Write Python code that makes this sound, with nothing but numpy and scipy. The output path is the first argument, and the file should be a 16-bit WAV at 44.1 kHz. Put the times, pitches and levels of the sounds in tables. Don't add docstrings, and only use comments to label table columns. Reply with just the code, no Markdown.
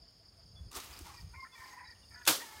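import sys
import numpy as np
from scipy import signal
from scipy.fft import rfft, irfft
from scipy.io import wavfile
from scipy.ndimage import uniform_filter1d

SR = 44100
rng = np.random.default_rng(int(sys.argv[2]) if len(sys.argv) > 2 else 0)


def elevation(decibels):
    levels = np.asarray(decibels, float)
    return 10 ** (levels / 20)


def put_to_file(sound):
    columns = np.atleast_2d(sound).T
    safe = np.clip(columns, -1, 1)
    whole_steps = np.round(safe * 32767)
    wavfile.write(sys.argv[1], SR, whole_steps.astype(np.int16))


N = 114660


def rms_one(x):
    return x / np.sqrt(np.mean(x ** 2) + 1e-20)


def in_time(rows):
    return np.interp(np.arange(N) / SR, *np.transpose(rows))


def at_hz(points, hz):
    point_hz, point_db = np.array(points).T
    return np.interp(np.log(hz + 1), np.log(point_hz), point_db, left=-90)


def drift(rate):
    r = np.exp(-80 * np.pi * rate / SR)
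    draws = rng.standard_normal(N // 40 + 2002)
    slow = signal.lfilter([1], [1, -2 * r, r * r], draws)[2000:]
    return np.interp(np.arange(N) / 40, np.arange(len(slow)), rms_one(slow - slow.mean()))


def colour(x, spectrum):
    gain = elevation(at_hz(spectrum, np.fft.rfftfreq(N, 1 / SR)))
    return rms_one(irfft(rfft(x) * gain, N))


def resonate(x, hz, width):
    r = np.exp(-np.pi * width / SR)
    a = [1, -2 * r * np.cos(2 * np.pi * hz / SR), r * r]
    once = signal.lfilter([1, 0, -1], a, x)
    return rms_one(signal.lfilter([1, 0, -1], a, once))


def gate(start, length, edge):
    t = np.arange(N) / SR - start
    return np.clip(np.minimum(t, length - t) / edge, 0, 1)


def patchy(x, patchy_db):
    octave = np.log2((np.fft.rfftfreq(N, 1 / SR) + 1) / 20)
    spectrum, out = rfft(x), 0
    for k in range(11):
        band = irfft(spectrum * np.clip(1 - abs(octave - k), 0, 1), N)
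        out = out + band * elevation(patchy_db * drift(9.7))
    return out


# time in seconds, level in dB.
GUSTS = [(0.0, -58), (0.09, -69.5), (0.38, -64), (0.67, -48.5), (0.73, -68), (1.01, -58), (1.19, -59),
         (1.24, -46), (1.5, -74), (2.13, -60), (2.25, -66), (2.29, -66), (2.42, -72.5), (2.6, -67)]
# frequency in Hz, density in dB per Hz.
PORT_TONE = [(12, -57), (20, -42), (48, 3), (92, 1.5), (208, -13.5), (242, -26), (500, -30.5), (650, -60),
             (1100, -120)]


def wind():
    x = colour(rng.standard_normal(N) * elevation(2.5 * drift(8.5)), PORT_TONE)
    lumps = np.sqrt(uniform_filter1d(x ** 2, size=2500) + 0.16)
    return elevation(in_time(GUSTS)) * x / lumps


# frequency in Hz, density in dB per Hz.
AIR_TONE = [(88, -31), (150, -1), (439, -8), (649, -8), (3770, -21.5), (5150, -4.5), (6020, -39),
            (7900, -28.5), (9260, -25.5), (16000, -29)]


def open_air():
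    return elevation(-68.5) * patchy(colour(rng.standard_normal(N), AIR_TONE), patchy_db=1.7)


# pitch in Hz, width in Hz, level in dB, throbs per second.
CHORUSES = [
    (9240, 570, -78.5, 13),
    (6700, 840, -80.5, 68),
    (3280, 1060, -83, 15),
]
# time in seconds, gain in dB.
TURN_SWELL = [(0, -3.3), (1.2, 0.3), (1.6, 2), (2.25, 4.5), (2.6, -2)]


def choruses():
    out = 0
    for hz, width, db, throbs_per_s in CHORUSES:
        level_db = db + (hz > 8000) * in_time(TURN_SWELL) + 1.5 * drift(throbs_per_s)
        out = out + elevation(level_db) * resonate(rng.standard_normal(N), hz, width)
    return out


# time in seconds, level in dB.
STROKES = [(0.0214, -50), (0.0493, -53.5), (0.082, -49), (0.1678, -55), (0.1979, -54), (0.2264, -58),
           (0.2563, -50), (0.2844, -49), (0.3174, -62), (0.378, -54), (0.3985, -53), (0.4294, -53),
           (0.4618, -53.5), (0.4891, -53.5), (0.5187, -53), (0.5524, -53), (0.62, -69), (0.6669, -54),
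           (0.6878, -52), (0.9004, -55), (0.9318, -45), (0.9675, -46), (1.0126, -55), (1.1089, -67),
           (1.1394, -52), (1.1727, -46), (1.205, -46.5), (1.2947, -56), (1.3626, -56), (1.4057, -46.5),
           (1.4345, -46.5), (1.5404, -52), (1.6057, -53.5), (1.6412, -48.5), (1.6761, -49), (1.7579, -56),
           (1.8462, -50), (1.8751, -45), (1.9078, -44), (2.0238, -61), (2.055, -54), (2.0817, -51),
           (2.1104, -49), (2.1437, -44.5), (2.1788, -49), (2.2323, -50.5)]
WING_BAND_HZ = (4494, 5413)


def katydids():
    t, near = np.arange(N) / SR, np.zeros(N)
    lead_s, stroke_s = 0.005, 0.01506
    high_hz, low_hz, teeth_per_s = 5320, 4407, 182
    rasp = resonate(rng.standard_normal(N), 280, 410)
    for s, db in STROKES:
        start = s - lead_s
        u = np.clip(t - start, 0, stroke_s)
        phase = 2 * np.pi * (high_hz * u + (low_hz - high_hz) * u ** 2 / (2 * stroke_s))
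        teeth = 1 + 0.27 * np.cos(2 * np.pi * teeth_per_s * u)
        near += elevation(db - 7.0) * gate(start, stroke_s, 0.0015) * np.sin(phase + 0.58 * rasp) * teeth
    hiss = elevation(-55 + 1.0 * drift(24)) * rng.standard_normal(N)
    near += 0.47 * np.roll(near, 260) + 0.37 * np.roll(near, 560) + hiss
    return signal.sosfilt(signal.butter(4, WING_BAND_HZ, "band", fs=SR, output="sos"), near)


# time in seconds, level in dB.
CRICKET_LEVEL = [(.4, -98), (.5, -78), (.9, -76), (1.3, -74), (1.8, -71), (2.05, -78), (2.2, -71),
                 (2.6, -76)]


def cricket():
    t = np.arange(N) / SR
    pitch_hz, pulses_per_s = 6497, 52
    pulses = 1 + .7 * np.sin(2 * np.pi * pulses_per_s * t + 0.91 * drift(2.6))
    tone = np.sin(2 * np.pi * pitch_hz * t + 1.3 * drift(27))
    return elevation(in_time(CRICKET_LEVEL)) * rms_one(pulses * tone * elevation(3.3 * drift(12)))


# start in seconds, length in seconds, pitch in Hz, level in dB.
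WHISTLES = [(0.019, 0.033, 675, -79.5), (0.201, 0.027, 662, -78), (0.378, 0.032, 665, -79),
            (0.565, 0.016, 696, -80.5), (0.555, 0.049, 3420, -69), (0.605, .035, 3390, -91),
            (1.518, 0.046, 3450, -69.5), (1.847, 0.04, 3930, -73.5), (1.904, 0.022, 3910, -85),
            (1.95, 0.013, 2950, -85), (1.952, 0.016, 2760, -84.5), (2.02, 0.01, 2930, -82),
            (2.035, 0.015, 2800, -79), (0.083, .012, 3050, -88), (2.032, 0.012, 3580, -76.5)]


def frog_and_birds():
    t, out = np.arange(N) / SR, 0
    sag_per_s = 0.4
    for s, length, hz, db in WHISTLES:
        bent_t = t - sag_per_s * (t - s - length / 2) ** 2 / 2
        swell = gate(s - .005, length + 0.009, length / 3.0) ** 2
        out = out + elevation(db + 11.5) * swell * np.sin(2 * np.pi * hz * bent_t)
    return out


# start in seconds, length in seconds, pitch in Hz.
SYLLABLES = [(1.04, 0.097, 463.7), (1.128, 0.077, 478), (1.329, 0.045, 465), (1.359, 0.051, 536),
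             (1.418, 0.041, 527), (1.441, 0.039, 458), (1.522, 0.036, 517), (1.546, 0.16, 465),
             (1.585, 0.13, 527), (1.699, 0.24, 470), (1.65, 0.23, 419), (2.105, 0.055, 453),
             (2.146, .12, 433), (2.136, 0.17, 489.7), (2.396, 0.072, 469.4), (2.456, .2, 438.5),
             (1.05, 0.12, 419.5), (1.09, 0.071, 544), (1.34, 0.032, 522), (1.358, 0.093, 533),
             (1.718, .14, 504.3), (2.13, .12, 350)]
HOARSENESS = [.6, .2, .3, .06, .06, .4, .15, .2, .25, .25, .35, .2, .25, .2, .3, .13, .4, .4, .1, .01, .25,
              .3]
# levels of partials 2, 3, 4 and 5 in dB.
PARTIAL_LEVELS = [(-66, -75, -77, -68), (-63, -82, -64, -64.5), (-64.5, -62.5, -69, -63.5),
                  (-53.5, -83, -60, -88), (-47.5, -80, -72, -88), (-64.5, -62, -60, -73),
                  (-58.5, -70, -68, -73), (-68, -71, -58.5, -63), (-56.5, -72, -62, -89),
                  (-71, -75, -60.5, -71), (-66, -79, -68, -70), (-73, -68, -58, -61.5),
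                  (-83, -77, -64, -84), (-64.5, -62, -66.5, -79), (-56, -61.5, -54.5, -70),
                  (-59.5, -70, -60.5, -62.5), (-67, -74, -78, -76), (-61, -66.5, -78, -86),
                  (-53, -86, -62, -78), (-80, -86, -53.5, -85), (-56, -76, -63, -74),
                  (-76.5, -85, -67, -63)]


def roosters():
    t, out = np.arange(N) / SR, 0
    sag_per_s, fade_db = 0.11, 3
    fades = [2 * np.tanh(drift(41) / 1.37) for k in range(6)]
    jitter = drift(151.7)
    for n, ((s, length, hz), rough, levels) in enumerate(zip(SYLLABLES, HOARSENESS, PARTIAL_LEVELS)):
        pitch_hz = hz * (1 - sag_per_s * (t - s) + 0.127 * rough * jitter)
        phase = 2 * np.pi * np.cumsum(pitch_hz) / SR
        depth_db = fade_db * (0.88 + 3 * rough)
        voice = 0
        for k, db in enumerate(levels):
            voice = voice + elevation(db + depth_db * fades[(k + n) % 6]) * np.sin((k + 2) * phase)
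        out = out + gate(s, length, 0.011) * voice
    return out


def far_calls():
    calls = frog_and_birds() + roosters()
    t = np.arange(SR // 2) / SR
    yard_t60_s, yard_db = 0.54, -11.5
    tail = rms_one(rng.standard_normal(SR // 2) * elevation(-60 * t / yard_t60_s)) / np.sqrt(SR / 2)
    return calls + elevation(yard_db) * signal.fftconvolve(calls, tail)[:N]


# start in seconds, length
# in seconds, pitch in Hz, level in dB.
BODY_BUMPS = [(0.597, .04, 80, -48.5), (0.644, 0.043, 86.5, -50.5), (0.758, 0.031, 60.4, -52.5),
              (0.891, 0.05, 67, -53), (1.005, 0.014, 323, -53.5), (1.013, 0.029, 59.7, -48),
              (1.236, 0.046, 81.4, -49.5), (1.348, 0.055, 81, -53), (1.585, 0.026, 79.5, -57),
              (1.882, 0.03, 75, -64), (2.086, 0.036, 78.6, -59), (2.29, 0.04, 122, -52),
              (2.275, 0.048, 314.4, -41), (2.55, 0.038, 78.3, -62)]


def bumps():
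    t, out = np.arange(N) / SR, 0
    for s, length, hz, db in BODY_BUMPS:
        swings = np.sin(2 * np.pi * hz * (t - s))
        out = out + elevation(db + 6.0) * gate(s, length, length / 2) * swings
    return out


# time in seconds, level in dB.
LEAF_RUB = [(.7, -71.5), (.768, -49), (.82, -57), (1.0, -64), (1.035, -64.5), (1.07, -61), (1.12, -65),
            (1.14, -66.5), (1.225, -71), (1.27, -78.5), (1.40, -76), (1.5, -82), (1.6, -67), (1.73, -69),
            (1.82, -85), (2.28, -75), (2.31, -59.5), (2.6, -64)]
# frequency in Hz, density in dB per Hz.
LEAF_TONE = [(120, -46), (200, -16), (334, -6.5), (558, -16), (1210, -5), (1530, -12.5), (5520, -11.5),
             (14300, -19), (17000, -16)]


def leaves():
    grains_per_s, grain_db, clump_db = 1900, -3, 1.5
    sizes = elevation(5.7 * np.minimum(rng.exponential(1, N), 3.0)) * rng.choice([-1, 1], N)
    clicks = rng.random(N) < grains_per_s * elevation(clump_db * drift(30)) / SR
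    grains = rms_one(sizes * clicks)
    swish = colour(rng.standard_normal(N) + elevation(grain_db) * grains, LEAF_TONE)
    return elevation(7.5 + in_time(LEAF_RUB)) * patchy(swish, patchy_db=1.7) * gate(0.709, 3, 0.0036)


# start in seconds, level in dB,
# time to die away by 60 dB in seconds, low cut in Hz, high cut in Hz.
CONTACTS = [(.716, -46, 0.012, 2000, 15000), (.7295, -43.5, 0.016, 2500, 9000),
            (.7505, -43, 0.11, 4030, 9000), (.763, -43, 0.1, 595, 19000), (.990, -43, 0.022, 4950, 19000),
            (1.010, -50, .02, 3000, 11000), (1.376, -76, .15, 10000, 19000),
            (1.589, -64, 0.22, 9000, 19000), (.768, -39, .2, 950, 1450), (.8, -45, 0.096, 3000, 10000),
            (2.349, -45, .1, 1500, 7900), (2.056, -68, .04, 9000, 19000), (2.095, -67, .1, 8800, 19000),
            (2.218, -60, 0.012, 9000, 19000), (2.218, -49, .02, 2300, 3520),
            (2.252, -39.5, 0.041, 2770, 11800), (2.265, -34.5, 0.11, 774, 12000),
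            (2.269, -41, 0.15, 600, 2180), (2.2748, -20.5, 0.23, 154, 18900),
            (2.2772, -16.5, 0.031, 1490, 11900), (2.285, -25, 0.027, 2120, 4900),
            (2.286, -30.5, 0.45, 157, 19000), (2.308, -33, 0.048, 490, 9400),
            (2.566, -45, 0.033, 2700, 4500)]
# frequency in Hz, density in dB per Hz.
CONTACT_TONE = [(59, -46), (100, -15), (535, -4.5), (800, -10), (1480, -4), (1800, -11.5), (3470, -4),
                (12900, -9.5), (17000, -13.5)]


def slaps():
    t, out = np.arange(N) / SR, 0
    uneven = rng.standard_normal((2, N)) * elevation(2.5 * rng.standard_normal((2, N)))
    noise = patchy(colour(uneven, CONTACT_TONE), patchy_db=-1.5)
    for k, (s, db, t60, low_hz, high_hz) in enumerate(CONTACTS):
        decay = elevation(db - 60 * np.maximum(t - s, 0) / t60)
        burst = noise[k % 2] * decay * gate(s, 1.5, 0.00014)
        band = signal.butter(2, [low_hz, high_hz], "band", fs=SR, output="sos")
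        out = out + signal.sosfilt(band, burst + 1e-18)
    return out


def scene():
    background = wind() + open_air() + choruses() + katydids() + cricket() + far_calls()
    return (background + bumps() + leaves() + slaps())[None]


def roll_off(x):
    return signal.sosfilt(signal.butter(12, 15800, fs=SR, output="sos"), x)


def record(dry):
    treble_cut = signal.cheby2(14, 60, 15800 * 1.055, fs=SR, output="sos")
    low_cut = signal.butter(2, 28, "high", fs=SR, output="sos")
    mix = signal.sosfilt(low_cut, signal.sosfilt(treble_cut, dry))
    return roll_off(mix)


dry = scene()
out = record(dry)
put_to_file(out)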